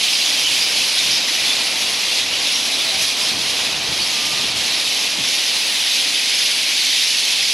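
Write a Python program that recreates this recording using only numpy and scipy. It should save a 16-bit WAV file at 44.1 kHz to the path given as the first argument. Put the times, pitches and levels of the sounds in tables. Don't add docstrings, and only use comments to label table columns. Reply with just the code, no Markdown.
import sys
import numpy as np
from scipy import signal
from scipy.fft import rfft, irfft, next_fast_len
from scipy.io import wavfile
from scipy.ndimage import uniform_filter1d, map_coordinates

SR = 44100
rng = np.random.default_rng(int(sys.argv[2]) if len(sys.argv) > 2 else 0)


def bounce(signal):
    frames = np.transpose(np.atleast_2d(signal))
    limited = np.clip(frames, -1, 1)
    pcm = np.round(limited * 32767).astype(np.int16)
    wavfile.write(sys.argv[1], SR, pcm)


N = 332073

AHEAD = np.array([[1], [0]])


def flock(mood_db, surge_db, throat_hz=3200, shrill_hz=6800, waver_db=0.41):
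    # freq_hz, level_db
    voice_spectrum = [(900, -54), (1500, -11.5), (1900, -4.5), (2400, 2), (3000, 2), (3900, 0.5),
                      (5000, -1.5), (6000, -4), (7400, -9), (9300, -8.5), (10900, -3.5), (12200, -16),
                      (13500, -27.5), (15800, -36)]
    rasps = crowd(7500, low_hz=1745.5, high_hz=6817, length_s=.038, rasp=.1431, sweep=.18, depth_db=12)
    peeps = crowd(1100, low_hz=2402, high_hz=6323, length_s=.02035, rasp=.042, sweep=.0408, depth_db=6.5)
    calls = rasps + amp(-6) * peeps
    blur = amp(-1.5) * rng.standard_normal((2, N))
    chatter = whitened(calls + amp(-7) * echoes(calls, segments=16))
    voices = coloured(chatter + blur, voice_spectrum)
    above = lambda hz, edge: 1 - 1 / (1 + (hz / edge) ** 10)
    throaty = steady(filtered(voices, lambda hz: 1 - above(hz, throat_hz)))
    middle = steady(filtered(voices, lambda hz: above(hz, throat_hz) - above(hz, shrill_hz)))
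    shrill = steady(filtered(voices, lambda hz: above(hz, shrill_hz)))
    registers = [(throaty, -5.5, 0.47), (middle, 0, 1), (shrill, -11, 1.47)]
    return sum(amp(mood_db + trim_db + follow * surge_db + waver_db * wobble(7, N)) * band
               for band, trim_db, follow in registers)


def excitement(attack_s=.05, release_s=.055, restless_db=0.38):
    # time_s, level_db
    mood = [(0.0, -19.5), (0.38, -20), (0.98, -20), (2.41, -21.5), (2.95, -22), (3.82, -22), (4.89, -21),
            (7.53, -19.5)]
    # peak_s, boost_db
    volleys = [(.56, 1.8), (.8, 1), (1.16, -0.8), (1.48, 1.5), (2.18, 1), (2.5, 1.5), (3.03, 3),
               (3.25, 1.5), (3.62, 1), (4.26, 0), (5.33, 1), (5.97, 2)]
    # centre_s, half_width_s, depth_db
    lulls = [(1.227, .04, 2.5), (1.75, 0.05, 1.5), (2.28, .05, 2), (3.157, 0.03, 2.8), (3.367, 0.029, 2.4),
             (3.834, 0.13, 2.6), (4.53, .04, 2.5), (5.16, 0.061, 2)]
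    boost_db = sum(db * swell(s, attack_s, release_s) for s, db in volleys)
    dip_db = sum(db * swell(s, width, width) for s, width, db in lulls)
    return curve(mood), boost_db - dip_db + restless_db * wobble(6, N)


def crowd(count, low_hz, high_hz, length_s, rasp, sweep, depth_db, repertoire=500):
    pitches = low_hz * (high_hz / low_hz) ** rng.random(repertoire)
    songs = [chirp(hz, sweep * (2 * tilt - 1), length_s * np.exp(.35 * stretch),
                   rasp * np.exp(0.403 * grit), arch=sweep, trill_depth=sweep / 4)
             for hz, (tilt, stretch, grit) in zip(pitches, rng.standard_normal((repertoire, 3)))]
    pair = np.zeros((2, N))
    for i, (when, far, side) in enumerate(rng.random((count, 3))):
        pan = np.array([[1], [np.sqrt(3) * (2 * side - 1)]])
        gain = amp(-depth_db * np.sqrt(far))
        add(pair, when * N / SR, gain * pan * songs[i % repertoire])
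    return unit(pair)


def chirp(hz, glide, length_s, rasp, arch, trill_depth, overtone_db=-8):
    size = int(np.clip(length_s, .008, .3) * SR)
    progress = np.linspace(0, 1, size)
    jitter = np.interp(np.arange(size), np.arange(1024) * 16, rng.standard_normal(1024))
    trill_hz = 110 * np.exp(.5 * rng.standard_normal())
    trill = np.sin(2 * np.pi * trill_hz * np.arange(size) / SR)
    contour = glide * (progress - .5) + arch * (np.sin(np.pi * progress) - np.pi / 4)
    octaves = contour + trill_depth * trill + rasp * jitter
    phase = 2 * np.pi * np.cumsum(hz * 2 ** octaves) / SR
    voice = sum(amp(overtone_db * k) * np.sin((k + 1) * phase) for k in range(3) if (k + 1) * hz < SR / 2)
    envelope = np.abs(np.sin(np.pi * progress ** 0.56))
    return unit(voice * (1 + 0.84 * trill) * envelope)


def near_birds(trim_db=-3, echo_db=-7):
    # start_s, pitch_hz, length_s, level_db
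    solos = [(.12, 4800, .052, -24), (0.431, 2950, 0.079, -20), (.6, 4800, .08, -22),
             (.76, 4260, 0.051, -21), (0.973, 3660, 0.046, -18.5), (1.116, 5080, 0.11, -22),
             (1.446, 3400, 0.1, -23), (1.85, 4530, .06, -27), (2.326, 2900, .05, -22),
             (2.462, 3580, 0.039, -21), (2.54, 5500, .05, -22.5), (2.719, 3860, .066, -24),
             (2.783, 3440, 0.07, -22.5), (2.86, 3900, .08, -22.5), (3.215, 5200, 0.091, -25),
             (3.993, 4500, 0.078, -24), (4.692, 4100, .1, -25), (6.244, 3930, .044, -30),
             (6.39, 3730, 0.06, -27), (6.78, 4000, 0.084, -26)]
    calls = np.zeros(N)
    for s, hz, length_s, db in solos:
        call = chirp(hz, -0.0544, length_s, rasp=.09, arch=0.0615, trill_depth=0.028, overtone_db=-35)
        add(calls, s, amp(db + trim_db) * call)
    return calls * AHEAD + amp(echo_db) * echoes(calls, segments=7)


def echoes(x, segments):
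    # freq_hz, t60_s
    street_decay = [(500, 0.94), (4000, 0.95), (12000, 0.61)]
    out, hop = np.zeros((2, N)), N // segments
    padded = np.pad(np.atleast_2d(x), ((0, 0), (hop, 2 * hop)))
    for i in range(segments + 2):
        hz, t, noise = signal.stft(rng.standard_normal((2, SR // 4)), SR, nperseg=256)
        decay = amp(-60 * t / along(street_decay, hz)[:, None])
        tail = signal.istft(noise * decay, SR, nperseg=256)[1]
        piece = padded[:, i * hop:(i + 2) * hop] * signal.windows.cosine(2 * hop)
        add(out, (i - 1) * hop / SR, signal.fftconvolve(piece, tail / np.linalg.norm(tail[0]), axes=1))
    return out


def traffic(trim_db=1, drift_db=0.45):
    # time_s, level_db
    ride = [(0.0, -38), (0.02, -36), (1.05, -35), (4.32, -34), (7.53, -40.5)]
    # freq_hz, level_db
    road_spectrum = [(20, -36), (45, -19), (80, -9.5), (130, -7), (185, -4.5), (220, 0), (295, 1.5),
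                     (350, -2.5), (500, 0), (750, 1.5), (1100, -1), (1500, -4), (3000, -15), (8000, -64)]
    gain = amp(curve(ride) + trim_db + drift_db * wobble(6.6, N))
    return gain * coloured(rng.standard_normal((2, N)), road_spectrum)


def brakes(waver=0.0064):
    # start_s, length_s, pitch_hz, level_db
    squeals = [(2.833, 0.081, 660, -40.5), (2.917, 0.063, 768, -39), (2.954, 0.083, 647, -42.5),
               (3.102, .3, 1016, -46), (4.099, 0.39, 1203, -42)]
    out = np.zeros(N)
    for s, length_s, hz, db in squeals:
        size = int(length_s * SR)
        phase = 2 * np.pi * np.cumsum(hz + hz * waver * wobble(90, size)) / SR
        add(out, s, amp(db) * unit(np.sin(phase) * signal.windows.tukey(size)))
    return out


def hand_bumps(attack_s=.003, t60_s=.08, roughness=0.32):
    # start_s, pitch_hz, level_db
    knocks = [(3.312, 230, -25), (3.372, 260, -24), (3.888, 120, -25), (3.914, 220, -22), (5.181, 170, -24)]
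    out, t = np.zeros(N), np.arange(SR // 5) / SR
    envelope = (1 - np.exp(-t / attack_s)) * amp(-60 * t / t60_s)
    for s, hz, db in knocks:
        phase = 2 * np.pi * np.cumsum(hz * np.exp(roughness * wobble(210, len(t)))) / SR
        add(out, s, amp(db) * envelope * np.sin(phase))
    return out


def wind(breeze_db=-67, gust_trim_db=-1):
    # peak_s, width_s, level_db
    puffs = [(.5, .2, -48), (1.09, .093, -41), (2.233, 0.065, -45), (2.99, .12, -43), (3.376, .09, -41),
             (3.75, .45, -41), (4.006, .045, -39), (4.48, 0.31, -39), (5.21, 0.075, -39.5),
             (7.43, .06, -46)]
    # freq_hz, level_db
    buffet_spectrum = [(20, -36), (50, -16), (90, -4.5), (150, -3.5), (250, -6.5), (400, -12), (900, -49)]
    t = np.arange(N) / SR
    breeze = amp(breeze_db + 1.5 * wobble(4.4, N))
    gusts = sum(amp(db + gust_trim_db) * np.exp(-2 * ((t - s) / width) ** 2) for s, width, db in puffs)
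    return (breeze + gusts) * coloured(rng.standard_normal((2, N)), buffet_spectrum)


def rustle(trim_db=3, flutter_db=.7):
    # time_s, level_db
    ride = [(0.0, -50), (0.21, -48), (2.29, -58), (2.95, -56), (5.24, -62), (5.64, -48), (6.56, -60),
            (7.53, -53)]
    # freq_hz, level_db
    leaf_spectrum = [(2000, -22), (8000, -10), (12500, 3), (15800, -1)]
    gain = amp(curve(ride) + trim_db + flutter_db * wobble(30, N))
    return gain * coloured(rng.standard_normal((2, N)), leaf_spectrum)


def amp(db):
    return 10 ** (np.asarray(db) / 20)


def unit(x):
    return x / np.sqrt(np.mean(x ** 2) + 1e-20)


def steady(x, window=4001):
    return x / np.sqrt(np.abs(uniform_filter1d(np.mean(x ** 2, 0), window)) + 1e-9)


def along(points, hz):
    freqs, values = np.transpose(points)
    return np.interp(np.log(hz + 1), np.log(freqs + 1), values)


def curve(points):
    return np.interp(np.arange(N) / SR, *np.transpose(points))


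def swell(peak_s, rise_s, fall_s):
    t = np.arange(N) / SR - peak_s
    return np.exp(-(t / np.where(t < 0, rise_s, fall_s)) ** 2)


def wobble(rate, size):
    knots = rng.standard_normal(int(size * rate / SR) + 4)
    return map_coordinates(knots, [np.arange(size) * rate / SR])


def filtered(x, response):
    size = next_fast_len(N + 8192)
    return irfft(rfft(x, size) * response(np.fft.rfftfreq(size, 1 / SR)), size)[..., :N]


def coloured(pair, spectrum):
    return unit(filtered(pair, lambda hz: amp(along(spectrum, hz))))


def whitened(x):
    freqs, power = signal.welch(x, SR, nperseg=256)
    power = power.mean(0)
    floor = amp(-60) * power.max()
    return unit(filtered(x, lambda hz: np.interp(hz, freqs, power + floor) ** -.5))


def add(track, s, sound):
    start = round(s * SR)
    first, end = max(start, 0), min(start + sound.shape[-1], N)
    if end > first:
        track[..., first:end] += sound[..., first - start:end - start]


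def scene(wind_side_db=-8):
    # time_s, bearing (-1 right to 1 left)
    tree_bearing = [(0, -0.54), (1.2, -0.41), (1.8, -.18), (3.4, -0.47), (6.7, -0.22), (7.4, -0.55)]
    # freq_hz, side_gain_db
    stereo_width = [(30, -22), (130, -20), (350, -23.5), (690, -18.5), (950, -14), (1300, -11.5),
                    (2150, -23.5), (3100, -18), (4700, -13.5), (6500, -18), (8600, -22), (11500, -13),
                    (15500, -27)]
    mood_db, surge_db = excitement()
    birds = flock(mood_db, surge_db) + near_birds() + rustle()
    mid, side = birds + traffic() + (brakes() + hand_bumps()) * AHEAD
    side = side + curve(tree_bearing) * birds[0]
    side = filtered(side, lambda hz: amp(along(stereo_width, hz)))
    wind_mid, wind_side = wind()
    mid, side = mid + wind_mid, side + amp(wind_side_db) * wind_side
    return np.array([mid + side, mid - side])


def record(dry, top_hz=15800):
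    return filtered(dry, lambda hz: hz < top_hz)


dry = scene()
out = record(dry)
bounce(out)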